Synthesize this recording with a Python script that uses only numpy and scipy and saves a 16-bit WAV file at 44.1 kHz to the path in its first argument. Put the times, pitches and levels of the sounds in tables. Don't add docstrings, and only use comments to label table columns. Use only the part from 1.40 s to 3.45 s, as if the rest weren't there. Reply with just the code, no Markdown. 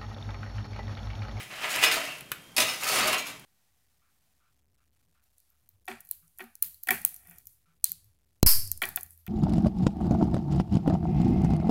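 import sys
import numpy as np
from scipy import signal
from scipy.fft import rfft, irfft, next_fast_len
from scipy.io import wavfile

SR = 44100
rng = np.random.default_rng(int(sys.argv[2]) if len(sys.argv) > 2 else 0)


def master(y):
    cut = np.clip(np.atleast_2d(y).T, -1, 1)
    pcm = np.round(cut * 32767)
    wavfile.write(sys.argv[1], SR, pcm.astype(np.int16))


N = 90404
TIME = np.arange(N) / SR

# f/Hz, fade/s
ROOM_FADE = [(150, 0.57), (1000, 0.36), (2600, 0.45), (6000, 0.24), (14000, 0.21)]
# f/Hz, level/dB
BURNING_TONE = [(20, -11), (32, -9), (52, -1.5), (80, -6), (120, 4.5), (160, 5), (300, -2), (600, -4),
                (1500, -9.5), (2400, -9.5), (3300, -11.5), (4000, -14.5), (8000, -15.5), (16000, -24.5)]
SNAP_TONE = [(200, -12), (1500, -1.5), (3000, 2), (5500, -5.5), (8500, -4), (10500, 4), (13000, 0.5),
             (16000, -4.5)]
HOLLOW_TONE = [(150, -12), (500, -22), (1000, -6), (1500, -2.5), (2000, 1.5), (2600, -2), (3600, -8.5),
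               (12000, -16)]
EMBER_TONE = [(70, -41), (250, -19.5), (900, -11.5), (2500, -6.5), (4800, -1), (7500, -3), (10500, -3),
              (13000, -5), (16000, -9.5)]
KNOCK_TONE = [(60, -32), (180, -21), (450, -8.5), (850, -7.5), (1300, -9), (1900, -5), (2650, -0.5),
              (3400, -8), (6000, -11), (15000, -23)]
DRAG_TONE = [(60, -36), (170, -15), (300, -9), (480, -11), (660, -2), (900, -4), (1500, -3), (2650, 2.5),
             (3400, -7), (6000, -14.5), (15000, -28)]
PUSH_TONE = [(70, -29), (140, -9), (300, -6.5), (650, -0.5), (850, -1), (1250, 0.5), (1750, -3),
             (2600, 2.5), (3400, -7), (6000, -15), (15000, -36)]
# f/Hz, width/Hz, level/dB
BURNING_WHISTLES = [(2270, 90, 2), (3180, 57, 12)]
HOLLOW_RINGS = [(1530, 230, 3.5), (2530, 190, 9)]
LOG_AND_IRON_RINGS = [(452, 66, 5.5), (1145, 80, 1.5), (1954, 160, 3.5), (2505, 230, 4), (2860, 95, 8.5),
                      (3500, 165, 9.5)]
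POKER_AND_HEARTH_RINGS = [(278.6, 11, 4.5), (621, 10.5, 0), (672, 17, -9.5), (1034, 9.1, -12.5),
                          (1268, 153, -7), (1810, 10, -5), (2332, 11, -8.5), (2655, 40, -12),
                          (2775, 40, -5), (3130, 14, 4), (3810, 19, 1.5), (5044, 28, 4), (5350, 16, -27),
                          (6747, 17, 1), (9402, 30, -25)]
# t/s, level/dB
WOOD_SNAPS = [(0.031, -39), (0.3609, -21), (0.7842, -43), (0.8084, -33), (.9175, -18), (1.4354, -23),
              (1.496, -23), (1.869, -32), (1.9961, -40)]
# t/s, f/Hz, level/dB, time to fade by 60 dB/s
LOG_THUMPS = [(.38, 131, -47, 0.2), (.445, 453, -28.5, 0.12), (.556, 281, -38, 0.39),
              (.568, 662, -26, 0.091), (.82, 159, -47.5, 0.18), (.918, 156, -45, .12),
              (1.185, 652, -31, 0.22), (1.225, 120, -46, .12), (1.61, 223, -34.5, 0.21),
              (1.66, 620, -24, .15), (1.8, 283, -42, 0.27)]
COAL_CLINKS = [(.457, 4900, -33, 0.1), (.459, 5272, -31, 0.14), (.466, 2328, -33, 0.051),
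               (.672, 2818, -41.5, 0.45), (.675, 2653, -35.5, 0.23), (1.165, 9932, -23, 0.082),
               (1.165, 5270, -28.5, 0.085), (1.165, 4591, -27, 0.089), (1.182, 2336, -27.5, 0.22),
               (1.183, 1257, -32.5, 0.33), (1.202, 9399, -24.5, 0.1), (1.203, 6145, -21, 0.092),
               (1.265, 3776, -34, .3), (1.28, 2016, -37, 0.17), (1.285, 2890, -34, .2),
               (1.29, 5280, -33, 0.14), (1.343, 6080, -39, .08), (1.425, 2110, -32, 0.077),
               (1.43, 2640, -31, 0.16), (1.465, 1296, -30.5, 0.21), (1.555, 8909, -32.5, 0.13),
               (1.599, 6080, -30, .07), (1.625, 4559, -28, 0.11), (1.781, 6605, -32.5, 0.17),
               (1.8, 2342, -39, .3)]
# t/s, level/dB
DRAG_SLIDE = [(0, -47), (.07, -58.5), (.2, -49.5), (.28, -47), (.31, -35.5), (.4, -39), (.45, -24.5),
              (.5, -49), (.52, -29), (.59, -41.5), (.68, -46), (.8, -54)]
PUSH_SLIDE = [(1.165, -30), (1.21, -36), (1.25, -38), (1.3, -35.5), (1.38, -44), (1.44, -36), (1.5, -30),
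              (1.56, -27.5), (1.655, -35.5), (1.685, -25), (1.715, -43), (1.735, -27.5), (1.768, -57),
              (1.785, -32), (1.84, -55), (1.878, -40), (1.97, -60)]
# t/s, knock level/dB, crunch level/dB, crumbling time/s
POKER_HITS = [(0.3408, -30, -46, 0.0021), (0.4256, -29, -31, 0.0078), (0.4275, -21, -32, 0.0064),
              (0.437, -14, -20.5, 0.0064), (0.446, -25, -26, .005), (.488, -33, -34, .002),
              (0.514, -22, -28, 0.005), (1.1656, -35, -24, 0.019), (1.181, -22, -16.5, 0.0069),
              (1.202, -26, -19, 0.0098), (1.2202, -27.5, -27, 0.014), (1.468, -34.5, -38, 0.011),
              (1.558, -39.5, -28, 0.014), (1.677, -33.5, -28.5, 0.0077), (1.729, -28.5, -29, 0.0076),
              (1.744, -34, -28.5, 0.0066), (1.869, -44.5, -42, 0.018)]
# t/s, level/dB
DRAG_FORCE = [(0, -39), (.08, -59.5), (.115, -41.5), (.205, -43), (.238, -29), (.28, -37.5), (.34, -32.5),
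              (.42, -31), (.47, -31), (.53, -29.5), (.6, -34), (.71, -45), (.78, -49), (.84, -75)]
PUSH_FORCE = [(1.17, -42.5), (1.19, -23), (1.25, -46), (1.3, -34.5), (1.38, -51.5), (1.44, -35.5),
              (1.56, -28), (1.68, -27.5), (1.715, -30.5), (1.74, -24.5), (1.78, -41), (1.84, -52),
              (1.89, -42.5), (1.98, -67)]


def from_db(db):
    return 10 ** (np.asarray(db) / 20)


def unit_level(x):
    return x / np.sqrt(np.mean(x ** 2) + 1e-20)


def at_hz(table, hz):
    freqs, values = np.transpose(table)
    return np.interp(np.log(np.maximum(hz, 1)), np.log(freqs), values)


def gain_curve(table):
    times, db = np.transpose(table)
    return from_db(np.interp(TIME, times, db, left=-120, right=-120))


def colour(x, tone):
    size = 2 * next_fast_len(N)
    gains = unit_level(from_db(at_hz(tone, np.arange(size // 2 + 1) * SR / size)))
    cepstrum = irfft(np.log(gains))
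    cepstrum[1:size // 2] *= 2
    cepstrum[size // 2 + 1:] = 0
    return irfft(rfft(x, size) * np.exp(rfft(cepstrum)))[:N]


def flicker(depth_db, rate_hz):
    r = np.exp(-2 * np.pi * rate_hz / SR)
    wander = signal.lfilter([1], [1, -2 * r, r * r], rng.standard_normal(2 * N))[N:]
    return from_db(depth_db * unit_level(wander))


def clicks(per_s, spread_db):
    sizes = from_db(spread_db * np.minimum(rng.exponential(1, N), 5))
    signs = rng.choice([-1, 1], N)
    return unit_level(sizes * signs * (rng.random(N) < per_s / SR))


def bursts(times, levels_db, decays_s):
    power = 0
    for start, db, decay in np.broadcast(times, levels_db, decays_s):
        fade = (TIME >= start) * np.exp(-np.maximum(TIME - start, 0) / decay)
        power += (from_db(db) * fade) ** 2
    return np.sqrt(power) * rng.standard_normal(N)


def ringing(x, rings):
    out = x.copy()
    for hz, width_hz, db in rings:
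        r = np.exp(-np.pi * width_hz / SR)
        feedback = [1, -2 * r * np.cos(2 * np.pi * hz / SR), r * r]
        out += from_db(db) * signal.lfilter(np.array([1, 0, -1]) * (1 - r * r) / 2, feedback, x)
    return out


def pings(rows):
    out, t = np.zeros(2 * N), TIME[:SR // 3]
    for start_s, hz, db, fade_s in rows:
        start = int(start_s * SR)
        fade = np.exp(-np.log(1000) * t / fade_s)
        out[start:start + len(t)] += from_db(db) * np.sin(2 * np.pi * hz * t) * fade
    return out[:N]


def room_echo(x, gap_s=0.00309):
    t, tail = TIME[:SR // 2], 0
    edges_hz = np.geomspace(60, 18000, 10)
    for low, high in zip(edges_hz, edges_hz[1:]):
        band_filter = signal.butter(2, [low, high], "band", fs=SR, output="sos")
        band = signal.sosfilt(band_filter, rng.standard_normal(len(t)))
        tail += band * np.exp(-np.log(1000) * t / at_hz(ROOM_FADE, np.sqrt(low * high)))
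    tail *= t > gap_s
    return signal.fftconvolve(x, tail / np.sqrt(np.sum(tail ** 2)))[:N]


def burning():
    return from_db(-54.5) * ringing(colour(rng.standard_normal(N), BURNING_TONE), BURNING_WHISTLES)


def wood_snaps():
    times, db = np.transpose(WOOD_SNAPS)
    snaps = bursts(times, db, decays_s=0.0016)
    crackle = from_db(-63) * clicks(per_s=330, spread_db=-3)
    hollow = colour(bursts(times, db - 17, decays_s=0.0092), HOLLOW_TONE)
    return colour(snaps + crackle, SNAP_TONE) + ringing(hollow, HOLLOW_RINGS)


def loose_pieces(stirring, per_s, low_hz, high_hz, gain_db, spread_db=2.5, fade_s=0.048, tries=1500):
    chance = rng.random((tries, 4))
    happens = chance[:, 3] < per_s * TIME[-1] / tries
    when, pitch, size, _ = chance[happens].T
    times = when * TIME[-1]
    hz = low_hz * (high_hz / low_hz) ** pitch
    db = 20 * np.log10(np.interp(times, TIME, stirring)) + gain_db + spread_db * (2 * size - 1)
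    return pings(np.broadcast(times, hz, db, fade_s))


def charcoal(sliding):
    force = gain_curve(DRAG_FORCE) + gain_curve(PUSH_FORCE)
    tinkles = loose_pieces(sliding, per_s=340, low_hz=3294, high_hz=11870, gain_db=-4)
    clacks = loose_pieces(force, per_s=90, low_hz=937.5, high_hz=3073, gain_db=-1.5)
    clinks = pings(COAL_CLINKS) * flicker(depth_db=2.5, rate_hz=32)
    return tinkles + clacks + clinks


def ember_crunch(sliding):
    crunch = clicks(per_s=4500, spread_db=0) * flicker(depth_db=3.05, rate_hz=155)
    return colour(unit_level(crunch) * sliding, EMBER_TONE)


def poker_knocks():
    times, knock_db, crunch_db, crumble_s = np.transpose(POKER_HITS)
    knock = colour(bursts(times, knock_db, crumble_s), KNOCK_TONE)
    crunch = colour(bursts(times, crunch_db, crumble_s), EMBER_TONE)
    return ringing(knock, LOG_AND_IRON_RINGS) + crunch


def poker_scrape(force, tone):
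    slips = clicks(per_s=5000, spread_db=1.5) * flicker(depth_db=1.56, rate_hz=70)
    return colour(unit_level(slips) * gain_curve(force), tone)


def scene():
    sliding = gain_curve(DRAG_SLIDE) + gain_curve(PUSH_SLIDE)
    scrapes = poker_scrape(DRAG_FORCE, DRAG_TONE) + poker_scrape(PUSH_FORCE, PUSH_TONE)
    contacts = scrapes + ember_crunch(sliding) + poker_knocks()
    poking = ringing(contacts, POKER_AND_HEARTH_RINGS) + charcoal(sliding) + pings(LOG_THUMPS)
    snaps = wood_snaps()
    direct = from_db(-2) * poking + snaps + burning()
    echo = room_echo(from_db(-6.5) * poking + from_db(-10) * snaps)
    return (direct + echo)[None]


def record(dry, cutoff_hz=15800):
    return signal.fftconvolve(dry, signal.firwin(601, cutoff_hz, fs=SR)[None], mode="same")


dry = scene()
out = record(dry)
master(out)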